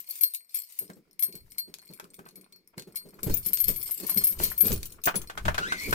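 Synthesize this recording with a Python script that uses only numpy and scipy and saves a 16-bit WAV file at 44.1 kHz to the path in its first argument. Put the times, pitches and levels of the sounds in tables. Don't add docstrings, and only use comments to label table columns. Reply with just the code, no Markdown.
import sys
import numpy as np
from scipy import signal
from scipy.fft import rfft, irfft, next_fast_len
from scipy.io import wavfile
from scipy.ndimage import map_coordinates

SR = 44100
rng = np.random.default_rng(int(sys.argv[2]) if len(sys.argv) > 2 else 0)


def store_pcm(level_fs):
    pcm = np.round(np.clip(level_fs, -1, 1) * 32767).astype(np.int16)
    wavfile.write(sys.argv[1], SR, np.atleast_2d(pcm).T)


N = 262218
TIME = np.arange(N) / SR
PUSHED_FROM_S = 3.2

# (frequency [Hz], level [dB], t60 [s])
HOOK_MODES = [(2255,1.5,0.03),(4341,3.5,0.2),(5383,3.5,0.042),(7570,-6.5,0.11),(8655,-10.5,0.3),(9420,3.5,0.029),(9703,-14,0.12),(11230,-36.5,0.019),(12600,-1,.08),(13010,-21,0.33),(12607,-5,0.054),(12772,-1,0.11),(15000,-26,.05)]
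# (frequency [Hz], level [dB])
CRACK_COLOUR = [(600,-34),(1700,-20.5),(2300,1.5),(3200,0),(6200,1),(9000,9.5),(10900,-1),(12500,-3.5),(15400,9.5),(16200,-31.5)]
# (frequency [Hz], level [dB])
SNAP_COLOUR = [(500,-10),(1500,-6),(3000,2.5),(7500,3),(11000,0.5),(15300,-4.5),(16200,-44)]
# (frequency [Hz], level [dB])
BODY_COLOUR = [(250,-15.5),(600,2.5),(950,2.5),(1500,5),(2000,-2.5),(3300,-11.5),(6000,-70.5)]
# (frequency [Hz], level [dB])
KNOCK_COLOUR = [(1500,-4.5),(2300,1.5),(3300,0),(5000,-6),(8000,-8),(15000,-20)]


def from_db(db):
    return 10 ** (np.asarray(db) / 20)


def rms_one(x):
    return x / np.sqrt(np.mean(x ** 2) + 1e-20)


def in_time(rows):
    s, *columns = np.transpose(rows)
    return [np.interp(TIME, s, c) for c in columns]


def coloured(x, points, share=1):
    hz, db = np.transpose(points)
    size = next_fast_len(N)
    log_hz = np.log(np.arange(size // 2 + 1) * SR / size + 1)
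    gain = from_db(share * np.interp(log_hz, np.log(hz), db))
    return irfft(rfft(x, size) * gain, size)[..., :N]


def pair(draws, alike):
    alike = np.clip(alike, 0, 1)
    middle = np.sqrt(1 + alike) * draws[0]
    side = np.sqrt(1 - alike) * draws[1]
    return (middle + side * [[1], [-1]]) / np.sqrt(2)


def noise(points, alike):
    return rms_one(coloured(pair(rng.standard_normal((2, N)), alike), points))


def drift(rate):
    knots = rng.standard_normal(N // 16)
    return rms_one(np.interp(TIME * rate, np.arange(len(knots)), knots))


def clicks(s, gains):
    out = np.zeros(N)
    np.add.at(out, np.clip(np.round(s * SR).astype(int), 0, N - 1), gains)
    return out


def ring(force, hz, t60):
    r = from_db(-60 / (t60 * SR))
    w = 2 * np.pi * hz / SR
    return signal.lfilter([0, np.sin(w)], [1, -2 * r * np.cos(w), r * r], force + 1e-18)


def bursts(s, db, t60, rise, hold=0):
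    power = np.zeros(N)
    for at, level, decay, swell, held in np.broadcast(s, db, t60, rise, hold):
        part = slice(max(int((at - 2 * swell) * SR), 0), int((at + held + 2 * decay) * SR))
        age = TIME[part] - at
        away = np.maximum((age - held) / decay, -age / swell)
        power[part] += from_db(level - 60 * np.maximum(away, 0)) ** 2
    return np.sqrt(power)


def grains(per_s, spread_db):
    sizes = from_db(spread_db * np.minimum(rng.exponential(1, N), 3))
    struck = rng.random(N) < per_s / SR
    return rms_one(sizes * struck * pair(rng.standard_normal((2, N)), alike=0.096))


def gripped(pull):
    top_hz = HOOK_MODES[-2][0]
    return [(hz * (1 + pull * (hz / top_hz) ** 4), db, t60) for hz, db, t60 in HOOK_MODES]


def hook_hits(hits, modes, low_hz, high_hz, ring_db, chatter_db, chatter_t60, crack_db, crack_t60, vary_db):
    s, high, low, crack = np.transpose(hits)
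    crack_level = bursts(s, crack + crack_db, crack_t60, 0.0056)
    out = noise(CRACK_COLOUR, alike=0.13) * crack_level * from_db(3.56 * drift(400))
    rebounds = grains(per_s=2400, spread_db=11) / np.sqrt(SR * chatter_t60)
    for hz, db, t60 in modes:
        share = np.clip((hz - low_hz) / (high_hz - low_hz), 0, 1)
        chance = rng.standard_normal((len(s), 3))
        bright = crack + share * (high - crack)
        bending = np.exp(-(np.log2(hz / low_hz) / .2) ** 2)
        level = bending * low + (1 - bending) * bright + db + ring_db
        sign = np.sign(chance[:, 2])
        blow = np.array([clicks(s, from_db(level + vary_db * side) * sign) for side in chance.T[:2]])
        chatter = rebounds * bursts(s, level + chatter_db, chatter_t60, 0.008)
        out += ring(blow + chatter, hz, t60)
    return out


def near_hook(free_db, low_lift_db, pushed_db, detune, snap_db, snap_t60):
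    # (time [s], high ring level [dB], low ring level [dB])
    clinks = [(0.0998, -29, -67), (0.1558, -23, -63), (0.2103, -11.5, -48), (0.2341, -3.5, -38.5),
              (0.3369, -16, -82), (0.348, -20, -48), (0.545, -11.5, -62), (0.571, -16, -58),
              (0.6486, -58, -83), (0.789, -12.5, -53), (1.1938, -19.5, -55), (1.2253, -6.5, -45),
              (1.234, -6, -56), (1.3252, -45, -54), (1.354, -31, -69), (1.52, -42, -64),
              (1.5826, -16.5, -36), (1.877, -66, -66), (1.9363, -36.5, -64), (2.143, -39, -72),
              (2.357, -36, -64), (2.4117, -50, -73), (2.5247, -64, -54.5), (2.7795, -48, -46.5),
              (2.9574, -19, -47), (2.971, -26, -49), (3.232, -23.5, -40), (3.3696, -16.5, -61),
              (3.4615, -16, -55), (3.5328, -9, -42), (3.603, -14.5, -57), (3.6827, -12.5, -49),
              (3.7611, -23, -69), (3.829, -17.5, -72), (3.9096, -16.5, -67), (4.066, -21, -57),
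              (4.0955, -14.5, -38), (4.1732, -11, -28), (4.2383, -8.5, -51), (4.2702, -6, -59),
              (4.285, -18, -67), (4.324, -28, -57), (4.4168, -31, -43), (4.4362, -9, -31),
              (4.501, -27.5, -55), (4.579, -10, -72), (4.6072, -12, -46), (4.655, -19, -36)]
    crack_at_full_db, crack_growth = -21.5, 0.51
    s, high, low = np.transpose(clinks)
    crack = crack_at_full_db + crack_growth * (high + low) / 2
    hits = np.transpose([s, high, low, crack])
    free = hits[s < PUSHED_FROM_S] + [0, 0, low_lift_db, 0]
    pushed = hits[s >= PUSHED_FROM_S]
    out = noise(SNAP_COLOUR, alike=0.13) * bursts(s, high + snap_db, snap_t60, .002)
    for k, pull in enumerate((detune, 3 * detune)):
        out += hook_hits(free[k::2], gripped(pull), low_hz=4300, high_hz=14000, ring_db=free_db, chatter_db=-5,
                         chatter_t60=0.11, crack_db=5.0, crack_t60=0.015, vary_db=-0.5)
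        out += hook_hits(pushed[k::2], gripped(pull), low_hz=4400, high_hz=12900, ring_db=pushed_db,
                         chatter_db=6, chatter_t60=.08, crack_db=3, crack_t60=.05, vary_db=1.5)
    return out


def neighbour_hook():
    # (time [s], high ring level [dB], low ring level [dB], contact crack level [dB])
    zings = [(0.0893, -14.5, -45, -74), (3.3405, -10.5, -50, -34.5), (3.7964, -19, -46, -65),
             (4.7272, -10, -42, -33), (4.8562, -18, -45, -40), (4.9207, -47, -54, -47),
             (5.0389, -18, -46, -31), (5.0568, -6, -48, -30), (5.1562, -33, -34, -31),
             (5.2169, -39, -56, -42.5)]
    # (frequency [Hz], level [dB], t60 [s])
    thin_modes = [(6400,10,0.011),(8280,-36,.08),(10500,12,0.09),(11840,5.5,0.05),(15100,-5.5,.06),(14300,-17,0.036)]
    return hook_hits(zings, thin_modes, low_hz=10400, high_hz=15000, ring_db=-8, chatter_db=13,
                     chatter_t60=0.036, crack_db=0, crack_t60=.075, vary_db=2)


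def shove_strokes():
    # (time [s], length [s], hook scrape level [dB], cloth rustle level [dB])
    strokes = [(0.0, 0.0053, -50, -46), (0.101, 0.14, -47, -47), (0.553, 0.018, -47, -48.5),
               (0.694, 0.1, -51, -50.5), (1.446, 0.032, -68, -71), (3.282, 0.068, -48, -42),
               (3.454, 0.023, -44, -47), (3.583, 0.027, -39, -75), (3.68, .03, -38, -38.5),
               (3.864, 0.046, -38, -46.5), (4.01, 0.13, -46, -40), (4.2, 0.068, -48, -42.5),
               (4.412, 0.04, -48, -31.5), (4.648, 0.054, -35.5, -35.5), (4.822, 0.02, -95, -46),
               (5.798, 0.24, -47, -39)]
    build_s, settle_s = .15, .34
    s, length, *levels = np.transpose(strokes)
    return [bursts(s, db, settle_s, build_s, length) for db in levels]


def hook_scrape(level, damping, flutter_db, tilt_db, rasp_db, wander_db):
    slips = grains(per_s=830, spread_db=4)
    tones = 0
    for k, (hz, db, t60) in enumerate(gripped(pull=0.021)):
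        tilt = tilt_db * np.log2(hz / HOOK_MODES[-1][0])
        gain = from_db(db + tilt + wander_db * drift(25))
        tones = tones + (-1) ** k * gain * ring(slips, hz, t60 * damping)
    rasp = from_db(rasp_db) * rms_one(coloured(slips, CRACK_COLOUR))
    return (rms_one(tones) + rasp) * level * from_db(flutter_db * drift(90))


def light_taps(per_s, level_db, damping):
    touches = rng.random(N) < per_s / SR
    out = np.zeros(N)
    for hz, db, t60 in HOOK_MODES:
        out += ring(touches * from_db(level_db + db / 2) * rng.standard_normal(N), hz, t60 * damping)
    return out


def squeak(level_db, overtone_db, flutter_db, rasp_db):
    # (time [s], mean pitch [Hz])
    glide = [(5.62, 1392), (5.655, 1500), (5.708, 2078), (5.8, 2084), (5.84, 2254), (5.9, 2323)]
    from_s, hold_s, fade_s = 5.63, .225, .2
    hz, = in_time(glide)
    phase = 2 * np.pi * np.cumsum(hz * (1 + .052 * drift(1500))) / SR
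    tone = np.zeros(N)
    for k in range(1, 6):
        tone += from_db(overtone_db * np.log2(k) + flutter_db * drift(220)) * np.sin(k * phase)
    rasp = from_db(rasp_db) * noise(KNOCK_COLOUR, alike=0.092)
    return (tone * from_db(3 * drift(45)) + rasp) * bursts(from_s, level_db, fade_s, fade_s, hold_s)


def ticks(tick_db, body_db, tick_t60, body_t60):
    # (time [s], snap level [dB], woody body level [dB])
    contacts = [(0.9003, -41, -44.5), (1.7404, -27.5, -90), (1.7856, -39.5, -59), (1.9983, -31.5, -40),
                (2.0424, -43, -53.5), (2.1916, -45.5, -45.5), (2.2625, -71, -46), (2.288, -39.5, -62),
                (2.78, -33, -43), (2.796, -29.5, -59), (2.822, -37, -58), (3.2981, -32.5, -39.5),
                (3.5726, -22, -69), (4.4, -56, -31), (4.6822, -22, -39), (4.7185, -19.5, -36),
                (4.7604, -27, -70), (4.8304, -24, -77)]
    s, snap, body = np.transpose(contacts)
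    out = noise(SNAP_COLOUR, alike=0.083) * bursts(s, snap + tick_db, tick_t60, 0.00033)
    return out + noise(BODY_COLOUR, alike=0.97) * bursts(s, body + body_db, body_t60, 0.0012)


def knocks(ring_db, clack_db, crack_db, clack_t60, crack_t60, swell):
    # (time [s], level [dB], crack level [dB])
    collisions = [(5.074, -16, -35), (5.081, -19.5, -29), (5.143, -29, -51), (5.299, -35, -40.5),
                  (5.376, -29.5, -36), (5.454, -28.5, -32.5), (5.482, -16.5, -32), (5.545, -27.5, -32.5),
                  (5.581, -23.5, -28), (5.722, -31, -30), (5.928, -18.5, -27.5)]
    # (frequency [Hz], level [dB], t60 [s])
    arm_modes = [(770,-6,.08),(912,-10,.05),(1200,-8,.06),(1380,-2,.035),(1495,5,.06),(1640,-3,.03),(3180,-16,.03)]
    s, level, crack = np.transpose(collisions)
    out = noise(BODY_COLOUR, alike=0.077) * bursts(s, level + clack_db, clack_t60, swell)
    out += noise(KNOCK_COLOUR, alike=0.057) * bursts(s, crack + crack_db, crack_t60, swell)
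    for hz, db, t60 in arm_modes:
        chance_db = 6.8 * rng.standard_normal(len(s))
        out += ring(clicks(s, from_db(level + db + ring_db + chance_db)), hz, t60)
    return out


def cloth(level, colour, clump_db):
    fibres = grains(per_s=17000, spread_db=4.0) * from_db(clump_db * drift(110))
    return level * rms_one(coloured(fibres, colour))


def shirts_and_sleeve(rustle, shove, grip_db):
    # (frequency [Hz], level [dB])
    flannel = [(500,-8.5),(1700,-5),(2250,2.5),(3500,0.5),(6500,3.5),(9500,4),(10900,1),(15300,3.5),(15900,-11)]
    stir_db, shove_brush_db = -10, -15.5
    sleeve_db, sleeve_growth = 5, 1.203
    shirts = from_db(-5.0) * cloth(np.hypot(rustle, from_db(grip_db + stir_db)), flannel, clump_db=3.5)
    brushing = np.hypot(from_db(sleeve_db + sleeve_growth * grip_db), from_db(shove_brush_db) * shove)
    return shirts + cloth(brushing, BODY_COLOUR, clump_db=10)


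def hand_grip():
    # (time [s], level [dB])
    firmness = [(0, -76), (.7, -92), (.85, -71.5), (2.2, -63.5), (2.6, -70.5), (3.35, -53), (3.6, -62),
                (4.6, -53.5), (5.0, -59), (5.5, -50), (5.95, -44.5)]
    grip_db, = in_time(firmness)
    return grip_db


def handling(grip_db, shove, bump_db, thump_db, bump_t60, rub_db, fumble_db, rumble_db, tremor_db):
    # (time [s], level [dB])
    bumps = [(0.816, -37), (0.897, -35), (0.969, -42.5), (1.288, -42), (1.345, -37), (1.681, -41),
             (1.904, -38), (2.034, -40), (2.19, -36), (2.257, -45), (2.376, -44.5), (2.778, -31.5),
             (2.875, -36.5), (3.058, -38), (3.234, -28), (3.271, -18.5), (3.298, -23.5), (3.466, -35.5),
             (3.688, -24.5), (4.034, -29.5), (4.165, -27.5), (4.409, -26.5), (4.654, -21.5), (4.707, -19),
             (4.726, -27.5), (5.067, -29), (5.15, -24), (5.462, -28), (5.606, -29.5), (5.879, -25.5),
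             (5.928, -25.5)]
    # (time [s], level [dB])
    lurches = [(1.441, -52.5), (3.31, -30), (3.701, -35.5), (4.22, -48.5), (4.419, -34), (4.728, -26),
               (5.21, -41), (5.479, -25.5), (5.92, -31.5)]
    # (frequency [Hz], level [dB])
    bump_colour = [(30,-21.5),(70,-17.5),(105,-20.5),(140,-3.5),(190,5),(240,-4),(390,1),(540,-10),(750,-22.5),(1500,-29),(4000,-33.5)]
    thump_colour = [(50, -19), (140, 2), (195, 0), (320, -23), (900, -58)]
    rumble_colour = [(12,6),(28,-6.5),(45,-1.5),(65,-0.5),(100,-3.5),(200,-18),(500,-49)]
    thump_growth = 1.65
    lurch_build_s, lurch_settle_s = 0.23, 0.24
    wobble_db, wobble_s = -12, 0.79
    shove_rub_db = -13.5

    s, level = np.transpose(bumps)
    thuds = bursts(s, level + bump_db, bump_t60, 0.028)
    rub = np.hypot(from_db(grip_db + rub_db), from_db(shove_rub_db) * shove)
    rub = rub * from_db(fumble_db * drift(25))
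    dull = noise(bump_colour, alike=0.74) * np.hypot(thuds, rub)
    dull += noise(thump_colour, alike=0.99) * bursts(s, thump_growth * level + thump_db, bump_t60, 0.023)

    s, level = np.transpose(lurches)
    sway = bursts(s, level, lurch_settle_s, lurch_build_s)
    sway += bursts(s, level + wobble_db, wobble_s, lurch_build_s)
    shaking = np.hypot(from_db(rumble_db) * sway, from_db(grip_db + tremor_db))
    return dull + noise(rumble_colour, alike=0.84) * shaking


def thin_bass(x):
    # (frequency [Hz], level [dB])
    small_source = [(80, -22), (500, -1)]
    return coloured(x, small_source)


def swinging(x):
    # (path delay [s], level [dB])
    paths = [(.0009, -9), (.0017, -18), (.0029, -13)]
    swing_s, swings_per_s = .00008, 6
    out = x.copy()
    for delay, db in paths:
        when = TIME - delay - swing_s * drift(swings_per_s)
        out += from_db(db) * np.array([map_coordinates(side, [when * SR], order=2) for side in x])
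    return out / np.sqrt(1 + sum(from_db(db) ** 2 for _, db in paths))


def closet(x, echo_db, t60):
    port_lag_s = .00034
    age = TIME[:SR // 2]
    tail = rng.standard_normal((2, len(age))) * (age > .003) * from_db(-60 * age / t60)
    tail *= from_db(echo_db) / np.sqrt(np.sum(tail ** 2, axis=1, keepdims=True))
    direct = np.array([x[0], np.interp(TIME - port_lag_s, TIME, x[1])])
    return direct + signal.fftconvolve(x, tail, axes=1)[:, :N]


def shaded(left, right):
    # (frequency [Hz], difference [dB])
    side_difference = [(60,3),(200,3.5),(380,-5),(800,4),(2400,2),(4400,7.5),(8600,3),(12000,15)]
    return np.array([coloured(left, side_difference, 0.35), coloured(right, side_difference, -0.17)])


def quiet_floor(level_db):
    # (frequency [Hz], level [dB])
    floor_colour = [(30,-9),(400,12),(1600,3),(2200,16.5),(3000,0.5),(5300,11),(7000,-27.5),(15000,-30)]
    return from_db(level_db) * noise(floor_colour, alike=0.1)


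def scene():
    scrape, rustle = shove_strokes()
    grip_db = hand_grip()
    shove = rustle * (TIME > PUSHED_FROM_S)
    hooks = near_hook(free_db=-8.5, low_lift_db=10.5, pushed_db=-7.5, detune=0.00642, snap_db=-27, snap_t60=0.0065)
    hooks += neighbour_hook()
    hooks += hook_scrape(scrape, damping=0.21, flutter_db=6.5, tilt_db=8.5, rasp_db=-6, wander_db=7)
    hooks += light_taps(per_s=26, level_db=-56, damping=0.22)
    hooks += squeak(level_db=-32.5, overtone_db=-10, flutter_db=2, rasp_db=-16)
    plastic = ticks(tick_db=-5, body_db=3.0, tick_t60=0.016, body_t60=0.034)
    plastic += knocks(ring_db=-9, clack_db=-5.5, crack_db=-1, clack_t60=0.084, crack_t60=0.073, swell=0.01)
    fabric = shirts_and_sleeve(rustle, shove, grip_db)
    air = closet(swinging(thin_bass(hooks + fabric)) + plastic, echo_db=-6.0, t60=0.11)
    body = handling(grip_db, shove, bump_db=-8.5, thump_db=-0.5, bump_t60=0.19, rub_db=-4.0, fumble_db=4,
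                    rumble_db=-0.5, tremor_db=-14)
    left, right = air + body
    return shaded(left, right) + quiet_floor(level_db=-79)


def record(dry):
    cutoff_hz = 15800
    low_pass = signal.ellip(10, .2, 80, cutoff_hz, fs=SR, output="sos")
    return signal.sosfilt(low_pass, dry)


dry = scene()
out = record(dry)
store_pcm(out)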